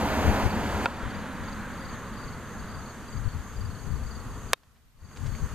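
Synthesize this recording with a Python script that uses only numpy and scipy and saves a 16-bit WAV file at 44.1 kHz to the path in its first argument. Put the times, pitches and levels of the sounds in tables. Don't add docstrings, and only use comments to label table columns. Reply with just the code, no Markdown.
import sys
import numpy as np
from scipy import signal
from scipy.io import wavfile
from scipy.ndimage import uniform_filter1d, map_coordinates

SR = 44100
rng = np.random.default_rng(int(sys.argv[2]) if len(sys.argv) > 2 else 0)


def gain_from_db(level_db):
    decades = np.asarray(level_db, float) / 20
    return 10 ** decades


def generate_wav(sig):
    pcm = np.round(np.clip(np.atleast_2d(sig).T, -1, 1) * 32767).astype(np.int16)
    wavfile.write(sys.argv[1], SR, pcm)


N = 244480
TOP_HZ = 14300


def evened(x):
    return x / np.sqrt(np.mean(x ** 2) + 1e-20)


def read(points, hz):
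    point_hz, value = np.transpose(points)
    return np.interp(np.log(hz + 1), np.log(point_hz + 1), value)


def curve(rows, column=1):
    rows = np.asarray(rows)
    return np.interp(np.arange(N) / SR, rows[:, 0], rows[:, column])


def add(mix, start_s, sound):
    part = mix[..., round(start_s * SR):]
    part = part[..., :sound.shape[-1]]
    part += sound[..., :part.shape[-1]]


def noise(points, same, patchy_db, size=1024):
    hop = size // 4
    hz = np.fft.rfftfreq(size, 1 / SR)
    a, b, c, d, patches = rng.standard_normal((N // hop + 5, len(hz), 5)).T
    patches = uniform_filter1d(patches, size=9, axis=0)
    patches = evened(uniform_filter1d(patches, size=11, axis=1))
    same = np.clip(same, 0, 1)
    left = a + 1j * b
    right = same * left + np.sqrt(1 - same ** 2) * (c + 1j * d)
    level = gain_from_db(read(points, hz)[:, None] + patchy_db * patches)
    both = np.array([left, right]) * level * (hz < TOP_HZ)[:, None]
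    sound = signal.istft(both, nperseg=size, noverlap=size - hop)[1]
    return evened(sound[:, :N])


def panned(db):
    return gain_from_db(np.array([db / 2, -db / 2]))[:, None]


def lagged(x, samples):
    when = np.arange(N) - samples
    return np.array([map_coordinates(x[0], [when], order=3, mode="nearest"), x[1]])


def puff(length_s, edge):
    return signal.windows.tukey(round(length_s * SR), np.clip(edge, .05, 1))


def ring(modes, blow, turn):
    t = np.arange(4000) / SR
    sound = np.zeros(len(t))
    for k, (hz, db, t60) in enumerate(modes):
        sound += turn ** k * gain_from_db(db - 60 * t / t60) * np.sin(2 * np.pi * hz * t)
    return np.convolve(sound, blow / blow.sum())


# (frequency [Hz], level [dB per Hz])
FIELD_SPECTRUM = [(1470, -33.5), (2500, -0.5), (3490, -3), (3950, -12.5), (4510, 0), (4950, -8), (5650, -7),
                  (6300, -6), (6550, -1.5), (8270, -5.5), (10500, -9), (13500, -9.5), (14400, -15),
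                  (14800, -45), (16000, -62.5)]


def field():
    return gain_from_db(-57) * noise(FIELD_SPECTRUM, 0.25, 1.0)


# (time [s], level [dB], nearness [0-1])
CAR_DRIVE = [(0, -35, 0.91), (.3, -34, 0.94), (.6, -36, 0.84), (.85, -37, 0.83), (1.05, -34.5, 0.57),
             (1.3, -36.5, 0.54), (1.8, -38.5, 0.35), (2.3, -39.5, 0.15), (2.8, -40.5, 0.04),
             (3.3, -43.5, 0.2), (3.8, -44.5, 0.09), (4.5, -43, 0), (5.55, -47, 0.23)]
# (frequency [Hz], level [dB per Hz])
CAR_NEAR_SPECTRUM = [(76, -32), (130, -19), (178, -11), (214, -1.5), (315, -8.5), (454, -8), (930, -7),
                     (1080, -11.5), (1410, -14.5), (2570, -21.5), (3780, -29), (4610, -29), (5360, -34.5),
                     (6440, -39), (7000, -45.5), (9100, -76.5), (15400, -120)]
# (frequency [Hz], level [dB per Hz])
CAR_MID_SPECTRUM = [(76, -40.5), (130, -15), (211, 2.5), (338, -12.5), (448, -14), (550, -9.5),
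                    (695, -18.5), (981, -10), (1670, -11), (2510, -23), (4210, -28.5), (4560, -41.5),
                    (5500, -40), (7150, -79.5), (12100, -120)]
# (frequency [Hz], level [dB per Hz])
CAR_FAR_SPECTRUM = [(76, -12), (130, -3.5), (176, -4), (216, -1.5), (339, -15.5), (422, -9), (581, -15.5),
                    (616, -14.5), (744, -16), (1190, -11), (1890, -18.5), (2420, -30.5), (4200, -32.5),
                    (5460, -56), (9240, -120)]
# (frequency [Hz], level [dB per Hz])
DRONE_SPECTRUM = [(50, -40.5), (79, 4.5), (100, -12), (180, -11.5), (214, 0.5), (245, -18), (295, -10),
                  (340, -39.5)]


def car():
    near = np.clip(curve(CAR_DRIVE, column=2), 0, 1)
    close_share = np.clip(2 * near - 1, 0, 1)
    middle_share = 1 - abs(2 * near - 1)
    far_share = np.clip(1 - 2 * near, 0, 1)
    roar = np.sqrt(close_share) * noise(CAR_NEAR_SPECTRUM, 0.98, 0.27)
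    roar += np.sqrt(middle_share) * noise(CAR_MID_SPECTRUM, 0.96, 1.0)
    roar += np.sqrt(far_share) * noise(CAR_FAR_SPECTRUM, 0.99, 0.92)
    drone = gain_from_db(-5.5) * near * noise(DRONE_SPECTRUM, 0.95, 1.5, size=4096)
    sound = gain_from_db(curve(CAR_DRIVE)) * (roar + drone) * panned(-.6)
    return lagged(sound, 3.56 * near ** 2)


# (frequency [Hz], level [dB per Hz])
BUFFET_SPECTRUM = [(8.8, -36), (15, -2.5), (76, 2), (155, -8), (178, -18), (219, -16), (280, -21.5),
                   (353, -37.5), (400, -21), (520, -61), (880, -120)]
# (time [s], level [dB])
BREEZE_LEVEL = [(0, -49), (.5, -41.5), (.85, -48), (1.3, -44.5), (2.5, -47), (3.5, -47.5), (4.5, -44.5),
                (4.94, -34.5), (5.15, -48.5), (5.55, -46)]
# (middle [s], length [s], level [dB], left minus right [dB])
GUST_EVENTS = [(.04, 0.09, -63, 7), (0.282, 0.11, -38, 16), (0.462, 0.084, -36, 21.5),
               (0.603, 0.093, -58, 11), (0.752, 0.087, -46, 12), (1.06, 0.082, -33, 14),
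               (1.17, 0.21, -42.5, 11.5), (1.42, .08, -42, 6), (2.775, 0.26, -43, 11),
               (3.186, 0.19, -44, 20.5), (3.267, 0.063, -35.5, 22), (3.367, 0.16, -38, 8.5),
               (3.691, 0.38, -38.5, 11), (3.893, 0.25, -36.5, 17.5), (4.066, 0.43, -45.5, 15.5),
               (4.468, 0.12, -45.5, 17), (5.04, .08, -41, 17), (5.267, 0.32, -39.5, 19),
               (5.435, 0.088, -35, 10.5), (5.54, 0.11, -45.5, 19)]


def wind():
    lumps = noise(BUFFET_SPECTRUM, .55, 2.2, size=2048)
    power = (gain_from_db(curve(BREEZE_LEVEL)) * panned(3.5)) ** 2
    for middle_s, length_s, db, pan_db in GUST_EVENTS:
        gust = gain_from_db(db) * panned(pan_db) * puff(length_s, 0.93)
        add(power, max(middle_s - length_s / 2, 0), gust ** 2)
    return gain_from_db(3.5) * np.sqrt(power) * lumps


# (middle [s], level [dB])
CHORUS_SWELLS = [(.28, -60.5), (.57, -68), (1.16, -61), (1.5, -58), (1.72, -63), (1.96, -57.5), (2.26, -60),
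                 (2.56, -57), (2.87, -57.5), (3.16, -59), (3.5, -59), (3.83, -59), (4.12, -59.5),
                 (4.43, -56.5), (5.1, -58), (5.4, -58.5)]


def katydids():
    spectrum = [(5700, -47.5), (6150, -11.5), (6400, 1.5), (6700, -8), (7200, -8.0), (7800, -35.5)]
    rasp = noise(spectrum, 0.26, 0.55, size=512)
    power = np.full(N, gain_from_db(-61.5) ** 2)
    swell_s = 0.36
    for middle_s, db in CHORUS_SWELLS:
        add(power, middle_s - swell_s / 2, (gain_from_db(db) * puff(swell_s, 0.97)) ** 2)
    return np.sqrt(power) * rasp


# (time [s], ticks so far [count])
TICK_COUNT = [(.004, 0), (.938, 17), (2.044, 37), (3.209, 58), (4.467, 81), (5.51, 100)]


def ticker():
    out = np.zeros((2, N))
    t = np.arange(round(0.011 * SR)) / SR
    pitch_hz = 7780 * (1 + 1.8 * t)
    tone = np.sin(2 * np.pi * np.cumsum(pitch_hz) / SR) * np.hanning(len(t))
    time_s, count = np.transpose(TICK_COUNT)
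    for start_s in np.interp(np.arange(count[-1]), count, time_s):
        db = -58.7 + 0.5 * rng.standard_normal()
        add(out, start_s, gain_from_db(db) * panned(.3) * tone)
    return out


# (pitch [Hz], left minus right [dB])
CRICKET_VOICES = [(4610, 20.5), (4380, 10), (4500, 24)]
# (start [s], level [dB])
CRICKET_CHIRPS = [
    [(1.098, -59), (1.434, -56.5), (1.801, -57), (2.19, -57.5), (2.693, -58), (3.077, -57), (3.56, -57),
     (4.06, -56), (4.48, -59), (5.115, -70), (5.49, -75)],
    [(1.428, -58), (1.839, -52), (2.233, -52.5), (2.81, -53), (3.238, -52), (3.7, -53), (4.109, -53),
     (5.286, -55)],
    [(.898, -64), (1.727, -61), (2.125, -60), (2.59, -61.5), (2.99, -67), (3.865, -65), (4.26, -65),
     (5.0, -58), (5.08, -62)],
]
WING_STROKES = [-5, -2.5, -4]


def crickets():
    out = np.zeros((2, N))
    t = np.arange(round(0.023 * SR)) / SR
    sag = 1.04 - 2.7 * t
    stroke_gap_s, pitch_scatter = .043, 0.0051
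    for (hz, pan_db), chirps in zip(CRICKET_VOICES, CRICKET_CHIRPS):
        for start_s, db in chirps:
            for k, stroke_db in enumerate(WING_STROKES):
                pitch_hz = hz * (1 + pitch_scatter * rng.standard_normal())
                tone = np.sin(2 * np.pi * np.cumsum(pitch_hz * sag) / SR)
                tone *= signal.windows.tukey(len(t), .6)
                add(out, start_s + k * stroke_gap_s, gain_from_db(db + stroke_db) * panned(pan_db) * tone)

    blur = rng.standard_normal((2, 2000)) * np.exp(-np.arange(2000) / SR / 0.011)
    blur /= np.linalg.norm(blur[0])
    out += gain_from_db(-3.5) * signal.oaconvolve(out, blur, axes=1)[:, :N]

    throb = np.cos(np.pi * 23.5 * np.arange(N) / SR) ** 2
    spectrum = [(4150, -40.0), (4400, -10.5), (4550, 7.0), (4750, -11.5), (5000, -45)]
    far = noise(spectrum, 0.27, 4.1, size=512)
    return out + gain_from_db(-65) * (0.16 + throb) * far * panned(3.2)


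# (time [s], level [dB], dull edge [Hz], length [s])
CRACK_ECHOES = [
    (4.576, -39, 6000, 0.003),
    (4.632, -30, 6000, 0.0044),
    (4.758, -38, 5020, 0.017),
]
# (time [s], level [dB], dull edge [Hz], length [s])
GRASS_STEPS = [(5.018, -53, 1500, .01), (5.112, -40, 3000, 0.0039), (5.161, -42, 7000, 0.0057),
               (5.171, -38, 11000, 0.0044), (5.26, -45, 11000, 0.0051), (5.266, -43, 9000, 0.008),
               (5.349, -37, 3500, 0.0035)]


def scuffs():
    out = np.zeros((2, N))
    t = np.arange(3000) / SR
    for start_s, db, dull_hz, length_s in CRACK_ECHOES + GRASS_STEPS:
        shared, *sides = rng.standard_normal((3, len(t)))
        burst = shared + 0.17 * np.array(sides)
        band = signal.butter(5, [350, dull_hz], "bandpass", fs=SR, output="sos")
        burst = signal.sosfilt(band, burst)
        burst = signal.lfilter(*signal.butter(1, 2500, fs=SR), burst)
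        swell_and_die = (1 - np.exp(-t / 0.001)) * np.exp(-t / length_s)
        add(out, start_s, gain_from_db(db) * evened(burst) * swell_and_die)
    return out


# (frequency [Hz], level [dB], time to fall 60 dB [s])
PLATE_MODES = [(527, -10.5, 0.11), (684, -5, 0.055), (956, -3, 0.058), (1345, 0.5, 0.049),
               (1414, 4.5, 0.033), (1830, -10.5, 0.027), (2250, -7.5, 0.026), (2600, -6, 0.036),
               (3240, -12.5, 0.022), (3640, -12.5, .015), (4600, -9, 0.0054), (8000, -15, 0.0044)]


def tap():
    out = np.zeros((2, N))
    sound = gain_from_db(-23.5) * ring(PLATE_MODES, np.hanning(6), -1.02)
    add(out, .8574, sound[None])
    add(out, .8629, gain_from_db(-11.5) * sound[None])
    return lagged(out, .6)


# (frequency [Hz], level [dB], time to fall 60 dB [s])
BAT_MODES = [(576, -14, .019), (1070, -21, .031), (1290, -20, .045), (1745, -17, .02), (2270, -27, .03),
             (2550, -22, .025), (3255, -31, .03), (3730, -23, .036), (4370, -31, .035), (6700, -24, .004),
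             (10200, -19, .003), (13200, -19, .003)]
# (delay [s], level [dB], dull edge [Hz])
CRACK_PATHS = [(0, 0, 15000), (.00157, -6, 2070), (.00265, -13.3, 5300), (.00422, -5, 4500),
               (.00633, -17, 3000)]


def crack():
    t = np.arange(400) / SR
    suction = -1.5 * np.exp(-((t - .00019) / .000019) ** 2)
    u = np.maximum(t - .000225, 0) / .00012
    blow = 1.12 * (1 - np.exp(-u * 10)) * (1 - .2 * u) * np.exp(-.55 * u)
    direct = np.zeros(4100)
    add(direct, .00025, ring(BAT_MODES, np.hanning(4), 1))
    add(direct, 0, suction + blow)
    direct = signal.lfilter(*signal.butter(4, 520, "highpass", fs=SR), direct)
    out = np.zeros((2, N))
    for delay_s, db, dull_hz in CRACK_PATHS:
        dull = signal.sosfilt(signal.butter(4, dull_hz, fs=SR, output="sos"), direct)
        add(out, 4.5329 + delay_s, gain_from_db(db) * dull * panned(-.5))
    return lagged(out, .45)


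def scene():
    background = field() + car() + wind()
    insects = katydids() + ticker() + crickets()
    return background + insects + scuffs() + tap() + crack()


# (frequency [Hz], level [dB per Hz])
HISS_SPECTRUM = [(120, -36.5), (200, -7), (263, -5), (360, -18), (424, -16.5), (735, -13), (1400, -13),
                 (4950, -19), (11300, -23), (13800, -20), (16000, -41.5)]


def hiss():
    return gain_from_db(-68.5) * noise(HISS_SPECTRUM, 0.17, .6)


# (time [s], gain [dB])
GAIN_STEPS = [(0, 7.5), (.465, 7.5), (.48, 4.5), (.858, 7), (.868, -1.5), (1.1, -1.25), (1.6, -0.47),
              (4.5333, 0), (4.542, -19), (4.549, -24), (4.7, -24), (4.94, -30), (5.03, -12), (5.14, -5.5),
              (5.22, 0), (5.55, 3)]


def gain_control(dry):
    return dry * gain_from_db(curve(GAIN_STEPS))


def roll_off(x):
    return signal.sosfilt(signal.butter(12, 16520, fs=SR, output="sos"), x)


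def record(dry):
    mix = gain_control(dry) + hiss()
    return roll_off(np.clip(mix, -.99, .99))


dry = scene()
out = record(dry)
generate_wav(out)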